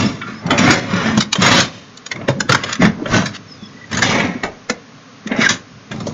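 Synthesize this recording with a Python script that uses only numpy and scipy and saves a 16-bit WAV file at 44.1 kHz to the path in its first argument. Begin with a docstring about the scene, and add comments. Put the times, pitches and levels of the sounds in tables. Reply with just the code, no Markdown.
"""A car rolls over on a street for about six seconds, above a steady outdoor hush with a low rumble.
From the start its body bears on the road: tiny breaks make panels boom, metal crumple and glass grind,
loose bits ring, and a faint scattered echo follows. Soon big panels thud as low tones with sagging pitch,
and twisted metal squeaks on short sliding notes. Then parts snap as bursts of ringing noise.
Around 3.5 and 5 seconds the blows thin out; a last crack and thud come just before the end."""
import sys
import numpy as np
from scipy import signal
from scipy.fft import rfft, irfft, next_fast_len
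from scipy.io import wavfile
from scipy.ndimage import uniform_filter1d, minimum_filter1d, map_coordinates

SR = 44100
rng = np.random.default_rng(int(sys.argv[2]) if len(sys.argv) > 2 else 0)


def digitize_waveform(pressure):
    """Quantize a signal to 16-bit integers and store it at the path in sys.argv[1].

    Rows of a 2-D input are taken as channels; values are limited to [-1, 1].
    """
    field = np.atleast_2d(pressure).T
    bounded = np.clip(field, -1, 1)
    quanta = np.round(bounded * 32767).astype(np.int16)
    wavfile.write(sys.argv[1], SR, quanta)


N = 270550  # length in samples

# In the tables, t60_s is the time to fade by 60 dB. Colours give relative levels along frequency.

# Outdoor hush: tone_hz, level_db
STREET_COLOUR = [(15, -49.5), (25, -14.5), (59, -19.5), (101, 3.5), (276, 7.5), (349, -14.5), (411, 0.5),
                 (952, -9), (1070, -0.5), (1350, -4.5), (1960, -7), (2990, -11), (6700, -14), (7200, -41),
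                 (14500, -120)]
STREET_DB = -41  # average level of the hush

# The car body on the road: full_load_s, rise_s, hold_s, release_t60_s, metal_crunch_db, panel_boom_db,
# frame_groan_db, glass_grit_db, sheet_resonance_hz
ROAD_CONTACTS = [(0.003, 0.069, .013, .55, -23, -14.5, -24.5, -21, 1200),
                 (0.281, .076, 0.014, 0.66, -31.5, -29, -40, -40.5, 1400),
                 (0.513, 0.089, 0.048, 0.21, -24, -18.5, -20, -42.5, 1250),
                 (0.589, 0.028, 0.054, .25, -19.5, -14.5, -20, -21, 1150),
                 (0.675, .07, 0.026, 0.31, -12, -15, -19.5, -21.5, 1650),
                 (0.709, 0.05, 0.034, 0.52, -23, -19, -20, -22.5, 2210),
                 (0.935, 0.12, 0.1, 0.27, -22.5, -22, -27, -28, 1240),
                 (1.062, 0.056, .045, 0.39, -21, -21, -25, -27.5, 1500),
                 (1.179, 0.03, 0.027, 0.13, -36, -22.5, -32.5, -26.5, 2200),
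                 (1.424, 0.039, .07, 0.16, -15, -17.5, -19, -15.5, 1480),
                 (1.515, .03, 0.084, 0.2, -15.5, -15.5, -17.5, -13, 1100),
                 (1.629, .03, .02, .3, -32.5, -31.5, -33, -25.5, 1900),
                 (1.739, 0.049, 0.0092, 0.85, -50, -42.5, -46, -39, 1390),
                 (2.161, 0.044, 0.088, 0.25, -41, -30, -37, -59, 1110),
                 (2.29, .005, 0.0041, .15, -26, -18.5, -19.5, -25.5, 1900),
                 (2.361, 0.046, 0.097, .15, -74, -26.5, -42, -68, 1200),
                 (2.5, .0092, 0.038, .3, -23.5, -19.5, -26, -25, 1200),
                 (2.692, 0.17, 0.045, 0.2, -27, -32, -38.5, -31, 1500),
                 (2.82, 0.029, 0.033, 0.21, -18, -11, -22.5, -25.5, 1920),
                 (2.992, 0.061, 0.1, 0.16, -44, -28, -34, -59, 1300),
                 (3.141, .068, 0.046, 0.31, -19, -14, -19.5, -21, 1517),
                 (3.353, .028, 0.011, 0.05, -33, -45, -50, -28, 1700),
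                 (3.469, .05, 0.47, .3, -63, -43.5, -60, -54.5, 1500),
                 (3.93, 0.037, .072, 0.22, -29, -21.5, -32, -34, 1650),
                 (4.028, .02, 0.074, 0.41, -20.5, -19.5, -21.5, -19, 2200),
                 (4.13, .06, 0.082, 0.57, -20, -20.5, -21.5, -28.5, 2230),
                 (5.322, 0.057, 0.092, .16, -26.5, -33, -25, -54.5, 2100),
                 (5.416, 0.045, 0.051, .085, -16, -25, -27.5, -19.5, 1800),
                 (5.497, .008, .012, .21, -22, -21, -26, -18.5, 1800),
                 (5.921, .027, .2, 0.5, -49, -25.5, -38.5, -45, 1190)]
RISE_DB = 20  # gained over the rise time as the weight comes on
BOOM_LINGERS, GRIT_LINGERS = 1.17, 0.85  # their release time over that of the crunch
LURCH_DB, LURCH_PER_S = 0.05, 39  # the load shifts while the wreck slides
# Resonances of the body shell: centre_hz, width_hz, level_db
SHELL_MODES = [(234, 52, 0.5)]
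# Colours of panel boom, frame groan, crumpling metal and ground glass: tone_hz, level_db
BOOM_COLOUR = [(25, -11.5), (70, -15), (105, 6), (200, -2.5), (320, -7.5), (450, -11.5), (900, -50.5)]
GROAN_COLOUR = [(150, -35), (300, 2), (400, -1), (550, 4), (700, 1.5), (850, -3), (1000, -3), (1400, -17.5),
                (3000, -62.5)]
METAL_COLOUR = [(400, -34.5), (800, -22.5), (950, -1.5), (1100, 3.5), (1500, 2.5), (2150, 3.5),
                (2600, -6.5), (3100, -11.5), (4000, -29.5), (8000, -47)]
GLASS_COLOUR = [(1200, -11), (2200, -0.5), (2800, 2), (3700, 3), (4400, -3.5), (5300, -0.5), (6800, -6.5),
                (9000, -12)]
SHEET_DB, SHEET_WIDTH = 5, 0.26  # height and relative width of the crumpling sheet's resonance
BEND, BEND_PER_S = 0.02511, 22  # share and speed of the pitch drift as the metal bends
# Bits of trim and glass that spring off: level and its spread (dB), middle pitch (Hz),
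# pitch spread (octaves), ring time t60 (s)
SHARD_DB, SHARD_SPREAD_DB, SHARD_HZ, SHARD_OCTAVES, SHARD_T60_S = -0.5, 4.5, 3270, .7, 0.033

# How long the echo of the house fronts lasts: tone_hz, t60_s
HOUSE_ECHO = [(150, 0.56), (1500, 0.27), (7000, 0.13)]

# Big panels buckling, levels before a common trim: start_s, level_db, pitch_hz, t60_s
PANEL_THUDS = [(0.046, -1.5, 202.5, 0.14), (0.451, -4.5, 164, 0.092), (0.514, -1.5, 267, 0.061),
               (0.604, -2.5, 199, 0.16), (0.64, -3, 293, 0.11), (0.672, -4, 694, 0.067),
               (0.695, -1.5, 320, 0.09), (0.924, -4, 189.4, 0.27), (1.055, -6, 216.7, 0.2),
               (1.127, -4.5, 220, 0.22), (1.172, 4.5, 204, 0.092), (1.382, -2, 183.4, 0.16),
               (2.284, -5, 531, 0.1), (2.294, -4.5, 134, 0.19), (2.361, -13.5, 195, 0.18),
               (2.493, -4.5, 132.7, 0.21), (2.792, -1.5, 238.4, 0.23), (2.839, 1.5, 213.5, 0.16),
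               (3.018, -5.5, 281, 0.039), (3.111, -14, 40, 0.11), (3.144, -9, 202, 0.46),
               (3.623, -16.5, 202, 0.054), (4.15, -17.5, 138, 0.14), (4.241, -4, 255.5, 0.1),
               (4.29, -10.5, 188, 0.094), (4.349, -10, 236, 0.12), (4.432, -11, 371, 0.055),
               (4.702, -6, 224, 0.044), (5.257, -10, 210, 0.08), (5.311, -3, 232, 0.04),
               (5.384, -1.5, 232.6, 0.093), (6.067, -10, 585, 0.039)]

# Metal rubbing on metal: middle_s, pitch_hz, level_db, half_length_s, glide_octaves_per_s, pitch_waver_share
METAL_SQUEAKS = [(0.066, 5280, -21.5, .0094, -0.5, .004), (0.228, 1390, -23, 0.016, -1, .02),
                 (0.281, 1400, -31.5, 0.034, 0.5, .02), (0.386, 5200, -34, 0.025, 1, .004),
                 (0.688, 1400, -17, .018, 8.5, .03), (0.986, 1430, -22, 0.012, -4, .01),
                 (2.13, 1960, -24, 0.0092, 1, .02), (3.521, 5175, -34.5, .03, -1.5, .003),
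                 (3.635, 3440, -40.5, 0.045, -1, .014), (3.66, 5220, -46.5, 0.049, -1, .008),
                 (3.777, 1960, -44, .05, -0.5, .003), (3.831, 1960, -38, .025, -0.5, .003),
                 (5.421, 2200, -14.5, .013, 0.5, .015), (5.448, 1830, -15.5, 0.023, -15.5, .02),
                 (5.47, 1600, -12.5, 0.012, -3.5, .015)]

# Parts snapping, levels before common trims, clack and edge on top of the overall level:
# break_s, level_db, clack_db, glassy_edge_db, ring_hz, t60_s
PART_CRACKS = [(0.216, -12.5, -30, -36, 1410, 0.1), (0.465, -18, -16, -5.5, 1000, 0.052),
               (0.506, 0.5, -10.5, -18, 1160, 0.13), (0.578, -5, -32, -9, 2270, 0.08),
               (0.587, -6, -36, -3.5, 2400, 0.07), (0.705, -0.5, -17.5, -5.5, 2200, 0.14),
               (0.737, -11, -22.5, -3.5, 2700, 0.05), (1.086, -12.5, -7.5, -20, 1450, 0.046),
               (1.175, -5, -1, -5, 3400, 0.036), (1.205, -5, -21, -2, 3400, 0.07),
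               (1.221, -9.5, -23, -3.5, 2250, 0.05), (1.329, 0, -31, -1.5, 3700, 0.031),
               (1.354, -4, -10.5, -12.5, 3430, 0.066), (1.419, -1.5, -23, -5, 1440, 0.048),
               (1.462, 1.5, -22, -10.5, 1830, 0.095), (1.515, -1.5, -11, -20, 1080, 0.095),
               (1.602, -4, -15.5, -2.5, 1500, 0.098), (1.973, -32.5, -12, 7.5, 3640, 0.035),
               (2.063, -17, -13.5, -1.5, 1180, 0.041), (2.115, -4.5, -19, -11.5, 1900, 0.051),
               (2.159, -18, -7.5, -19, 2000, 0.06), (2.213, -20, 0.5, -31, 2000, 0.032),
               (2.284, 1.5, 0, -19.5, 1900, 0.022), (2.405, -1, -14, -7, 1660, 0.032),
               (2.494, 4, -8.5, -10.5, 1210, 0.053), (2.521, 6.5, -22.5, -10, 1310, 0.044),
               (2.547, 8, -28, -15, 1150, 0.039), (2.636, -5.5, -10, -11, 3160, 0.06),
               (2.693, -10.5, -11, -12, 1600, 0.055), (2.727, -5.5, -37, -4.5, 3400, 0.041),
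               (2.754, -12, -25, -10, 3200, 0.04), (2.819, -1.5, -5, -20, 2040, 0.11),
               (2.85, -2, -11.5, -19, 1900, 0.089), (3.058, -10, -4, -41, 1330, 0.078),
               (3.14, -2.5, -34, -28, 1520, 0.071), (3.257, -10, -25, -5.5, 1880, 0.12),
               (3.914, -18, -19.5, -8, 1400, 0.1), (3.929, -12.5, -17, -6.5, 1600, 0.08),
               (3.947, -12, -19, -8, 2700, 0.066), (3.971, -6.5, -17, -5.5, 1720, 0.087),
               (3.989, -8, -15, -11, 1100, 0.053), (4.021, 2, -19, -10.5, 1680, 0.1),
               (4.112, -8.5, -12, -16, 1200, 0.05), (4.15, -7, -4.5, -18, 2100, 0.05),
               (4.202, -2, -20.5, -23.5, 2180, 0.051), (4.434, -6.5, -4, -16, 2080, 0.12),
               (4.697, -3.5, -6, -8, 1990, 0.059), (5.273, -10.5, -12, -9, 2180, 0.027),
               (5.316, -11, -2.5, -43, 2120, 0.12), (5.49, -4, -25, -2.5, 1800, 0.15),
               (5.914, -14.5, -8.5, -17, 1880, 0.11), (5.96, -25.5, -4.5, -13, 1500, 0.055),
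               (6.002, -19.5, -5.5, -8, 1200, 0.08), (6.068, -24, 7.5, 0, 3520, 0.11)]
# Colours of the hollow clack, the snap and the glassy edge: tone_hz, level_db
CLACK_COLOUR = [(90, -11), (250, -4.5), (520, 2.5), (800, -9.5), (1400, -18), (4000, -44)]
SNAP_COLOUR = [(300, -37), (800, -9), (1200, 0.5), (2000, 0), (2700, -7.5), (3600, -7), (5000, -39),
               (8000, -28.5)]
EDGE_COLOUR = [(1500, -73.5), (3000, -7), (3700, -3), (4500, -3.5), (5500, -6), (7000, -2.5), (9000, -10.5)]

# Treble loss of the microphone: tone_hz, level_db
MICROPHONE_RESPONSE = [(6900, -0.5), (7350, -11.5), (7700, -26.5), (9000, -30), (12000, -83.5)]
CLIP_LEVEL = .95  # where the peaks round off
TOP_HZ = 15827  # nothing passes from here up


def amp(db):
    """Turn decibels into gain."""
    return 10 ** (np.asarray(db) / 20)


def unit(x):
    """Scale to an rms (average strength) of 1."""
    return x / np.sqrt(np.mean(x ** 2) + 1e-20)


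def along(points, hz):
    """Read (Hz, value) points on a log frequency axis."""
    f, v = np.transpose(points)
    return np.interp(np.log(hz + 1), np.log(f + 1), v)


def fade(t, t60):
    """Exponential decay that loses 60 dB in t60 seconds."""
    return np.exp(-np.log(1000) * t / np.maximum(t60, 1e-3))


def wobble(rate, size):
    """A smooth random curve through `rate` random points a second."""
    points = rng.standard_normal(int(size * rate / SR) + 4)
    return map_coordinates(points, [np.arange(size) * rate / SR])


def filtered(x, response):
    """Multiply the spectrum of x by a response to frequency."""
    m = next_fast_len(len(x) + 8192)
    return irfft(rfft(x, m) * response(np.fft.rfftfreq(m, 1 / SR)), m)[:len(x)]


def coloured(x, response, size=8192):
    """Filter x by the given gain, without pre-ringing; the power of white noise stays the same."""
    # folding the cepstrum forward in time makes the filter answer as early as it can
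    cepstrum = irfft(np.log(np.maximum(response(np.fft.rfftfreq(size, 1 / SR)), 1e-6)))
    cepstrum[1:size // 2] *= 2
    cepstrum[size // 2 + 1:] = 0
    ring = irfft(np.exp(rfft(cepstrum)))
    return signal.fftconvolve(x, ring / np.linalg.norm(ring))[:len(x)]


def shaped(x, points):
    """Give x the colour of (Hz, dB) points."""
    return coloured(x, lambda hz: amp(along(points, hz)))


def resonance(hz, centre, width):
    """A bump of height 1 at the centre, its width relative to the centre."""
    return 1 / (1 + ((hz / centre - 1) / width) ** 2)


def steadied(x, seconds):
    """Even out x to a running rms of 1."""
    width = max(int(seconds * SR), 2)
    power = uniform_filter1d(uniform_filter1d(x * x, width), width)
    return x / np.sqrt(np.abs(power) + 1e-9)


def add(track, s, sound):
    """Mix a sound into the track from time s."""
    part = track[max(round(s * SR), 0):][:len(sound)]
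    part += sound[:len(part)]


def modal(x, spacing_hz, depth_db, size=4096):
    """Every bent part has its own dense set of modes: random peaks and dips along frequency."""
    def modes(hz):
        peaks = map_coordinates(rng.standard_normal(2048), [hz / max(spacing_hz, 20)], mode="mirror")
        return amp(depth_db * np.tanh(peaks) * hz / (hz + 900))  # shallower in the bass
    return coloured(x, modes, size=size)


def street():
    """Steady outdoor hush with a softly swelling low rumble, both coloured noise."""
    hush = unit(shaped(rng.standard_normal(N), STREET_COLOUR)) * amp(STREET_DB + 0.19 * wobble(3.18, N))
    rumble = shaped(rng.standard_normal(N), BOOM_COLOUR) * amp(-50.5 + 4.5 * wobble(13, N))
    return hush + rumble


def load(t, rise, hold, t60):
    """The weight comes on, bears for a while and lifts off."""
    coming_on = amp(RISE_DB * np.minimum(t, 0) / max(rise, .005))
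    return coming_on * fade(np.maximum(t - hold, 0), t60)


def fractures(size, rate, spread_db, even_s):
    """Tiny breaks at random moments and of uneven size; together they release a steady power."""
    happens = rng.random(size) < rate / SR  # rate is breaks per second
    sign = rng.choice([-1, 1], size)
    breaks = happens * sign * amp(spread_db * rng.standard_normal(size))
    return steadied(breaks, even_s)


def shell_gain(f):
    """The boom of the car body with its resonances."""
    modes = 0
    for k, (centre, width, db) in enumerate(SHELL_MODES):
        damping = 1j * f * width
        modes = modes + (-1) ** k * amp(db) * damping / (centre * centre - f * f + damping)
    return amp(along(BOOM_COLOUR, f)) * (0.29 + np.abs(modes))


def bent(x):
    """The resonances of a part slide up and down as it is bent."""
    speed = 1 + BEND * wobble(BEND_PER_S, len(x))
    return map_coordinates(x, [np.cumsum(speed)], mode="mirror")


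def shards(size, count=70):
    """Loose bits land at random moments; each rings with three pitches of its own."""
    out = np.zeros(size)
    t = np.arange(SR // 10) / SR
    for at, draw in zip(rng.random(count), rng.standard_normal((count, 4))):
        octaves = SHARD_OCTAVES * np.clip(draw[1:, None], -2, 2)
        hz = np.minimum(SHARD_HZ * 2 ** octaves, SR / 4)
        ring = np.sin(2 * np.pi * hz * t).mean(0) * fade(t, SHARD_T60_S)
        add(out, at * size / SR, amp(SHARD_DB + SHARD_SPREAD_DB * draw[0]) * ring)
    return out


def crushing():
    """Where a part bears on the road, breaks drive the shell, the frame, the sheet metal and the glass."""
    out = np.zeros(N)
    size, lead = 30000, .15  # samples per contact; seconds before full load
    t = np.arange(size) / SR - lead
    for s, rise, hold, t60, crunch_db, boom_db, groan_db, grit_db, sheet_hz in ROAD_CONTACTS:
        bearing = load(t, rise, hold, t60) * amp(LURCH_DB * wobble(LURCH_PER_S, size))
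        crunch = amp(crunch_db) * bearing
        groan = amp(groan_db) * bearing
        boom = amp(boom_db) * load(t, rise, hold, t60 * BOOM_LINGERS)
        grit = amp(grit_db) * load(t, rise, hold, t60 * GRIT_LINGERS)

        shell = coloured(fractures(size, rate=500, spread_db=4.5, even_s=0.025), shell_gain)
        buckles = fractures(size, rate=1000, spread_db=1.5, even_s=0.02)  # shared by frame and sheet
        frame = bent(modal(shaped(buckles, GROAN_COLOUR), spacing_hz=51.04, depth_db=12.5))

        def sheet_gain(hz):
            return amp(along(METAL_COLOUR, hz) + SHEET_DB * resonance(hz, sheet_hz, SHEET_WIDTH))

        metal = bent(modal(coloured(buckles, sheet_gain), spacing_hz=55, depth_db=8.5))
        splinters = shaped(fractures(size, rate=1800, spread_db=3.0, even_s=0.03), GLASS_COLOUR)
        glass = modal(splinters, spacing_hz=55, depth_db=12)

        judder = amp(1.1 * wobble(91.0, size))  # the wreck catches and lets go
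        scrape = groan * steadied(frame, 0.023)
        scrape += crunch * steadied(metal, 0.013)
        scrape += grit * steadied(glass, 0.025)
        debris = np.sqrt(crunch * grit) * shards(size)
        contact = boom * steadied(shell, 0.045) + judder * scrape + debris
        add(out, max(s - lead, 0), contact[t >= -s])  # cut what would fall before time 0
    return out


def houses(x):
    """A scattered echo from across the street: noise that dies away sooner in the treble."""
    hz, t, z = signal.stft(rng.standard_normal(SR // 2), SR, nperseg=256)
    fading = z * fade(t, along(HOUSE_ECHO, hz)[:, None])
    tail = signal.istft(fading, SR, nperseg=256)[1]
    delayed = np.pad(tail, (SR // 100, 0))  # 10 ms later
    return signal.fftconvolve(x, delayed / np.linalg.norm(tail))[:N]


def thuds(size=13230):
    """A buckling panel swells into a few low cycles whose pitch sags as it gives way."""
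    out = np.zeros(N)
    t = np.arange(size) / SR
    for s, db, hz, t60 in PANEL_THUDS:
        pitch = hz * (.96 + 0.11 * np.exp(-t / 0.022) + 0.04 * wobble(90, size))
        phase = 2 * np.pi * np.cumsum(pitch) / SR
        swell = (1 - np.exp(-(t / 0.0056) ** 2)) * fade(t, t60)
        ring = np.sin(phase)
        for ratio, gain in [(.72, 0.28), (1.55, 0.23)]:  # two weaker side tones
            ring += gain * np.sin(ratio * phase + 2 * np.pi * rng.random())
        add(out, s, amp(db - 6.5) * swell / swell.max() * ring)
    return out


def squeaks():
    """Rubbing edges sing briefly on one unsteady, sliding note."""
    out = np.zeros(N)
    t = np.arange(SR // 2) / SR
    centre = t.mean()
    for s, hz, db, half, glide, waver in METAL_SQUEAKS:
        pitch = hz * 2 ** (glide * np.clip(t - centre, -2 * half, 2 * half))
        phase = 2 * np.pi * np.cumsum(pitch * (1 + waver * wobble(500, len(t)))) / SR
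        stick_slip = amp(5.6 * wobble(148.7, len(t)))
        swell = 1 / (1 + ((t - centre) / half) ** 2) ** 2.1
        note = amp(db) * stick_slip * np.sin(phase) * swell
        add(out, s - centre, note[max(round((centre - s) * SR), 0):])
    return out


def cracks(size=11025):
    """A soft noisy onset, then a snap with a hollow clack and a glassy edge, ringing in its part."""
    out = np.zeros(N)
    lead, onset_s = .016, .0045  # start before the break; time constant of the onset
    t = np.arange(size) / SR - lead
    after = np.maximum(t, 0)

    def ringing(colour):
        noise = coloured(rng.standard_normal(size), colour)
        return steadied(modal(noise, spacing_hz=125.04, depth_db=14.5), 0.0065)

    for s, db, clack_db, edge_db, ring_hz, t60 in PART_CRACKS:
        onset = amp(-13.5) * np.exp(np.minimum(t, 0) / onset_s)
        give = np.maximum(1 - np.exp(-after / 0.0017), .28)
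        rattle = amp(1.03 * wobble(202, size))  # the broken edges strike each other again

        def envelope(life):
            burst = give * rattle * (fade(after, life) + 0.76 * fade(after, 0.029))
            return np.where(t < 0, onset, burst)

        def snap_gain(hz):
            return amp(along(SNAP_COLOUR, hz) + 7 * resonance(hz, ring_hz, 0.14))

        clack = ringing(lambda hz: amp(along(CLACK_COLOUR, hz))) * envelope(t60 * 2.35)
        snap = ringing(snap_gain) * envelope(t60)
        edge = ringing(lambda hz: amp(along(EDGE_COLOUR, hz))) * envelope(t60 * 1.09)
        mix = amp(clack_db - 7.5) * clack + amp(-9.0) * snap + amp(edge_db - 1.5) * edge
        add(out, s - lead, amp(db) * mix)
    return out


def scene():
    """The wreck, its echo and the street."""
    wreck = crushing() + thuds() + squeaks() + cracks()
    return (wreck + amp(-17) * houses(wreck) + street())[None]


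def record(dry):
    """A narrow-band microphone, a fast limiter, rounded peaks and the band limit."""
    # the last factor thins the deepest bass, below about 18 Hz
    x = filtered(dry[0], lambda hz: amp(along(MICROPHONE_RESPONSE, hz)) * hz / np.hypot(hz, 18))
    needed = np.minimum(1, 1.12 / (np.abs(x) + 1e-9))  # gain that holds peaks to 1.12
    x = x * uniform_filter1d(minimum_filter1d(needed, size=133), size=133)  # over 3 ms
    x = x / (1 + np.abs(x / CLIP_LEVEL) ** 16) ** (1 / 16)
    return filtered(x, lambda hz: hz < TOP_HZ)[None]


dry = scene()
out = record(dry)
digitize_waveform(out)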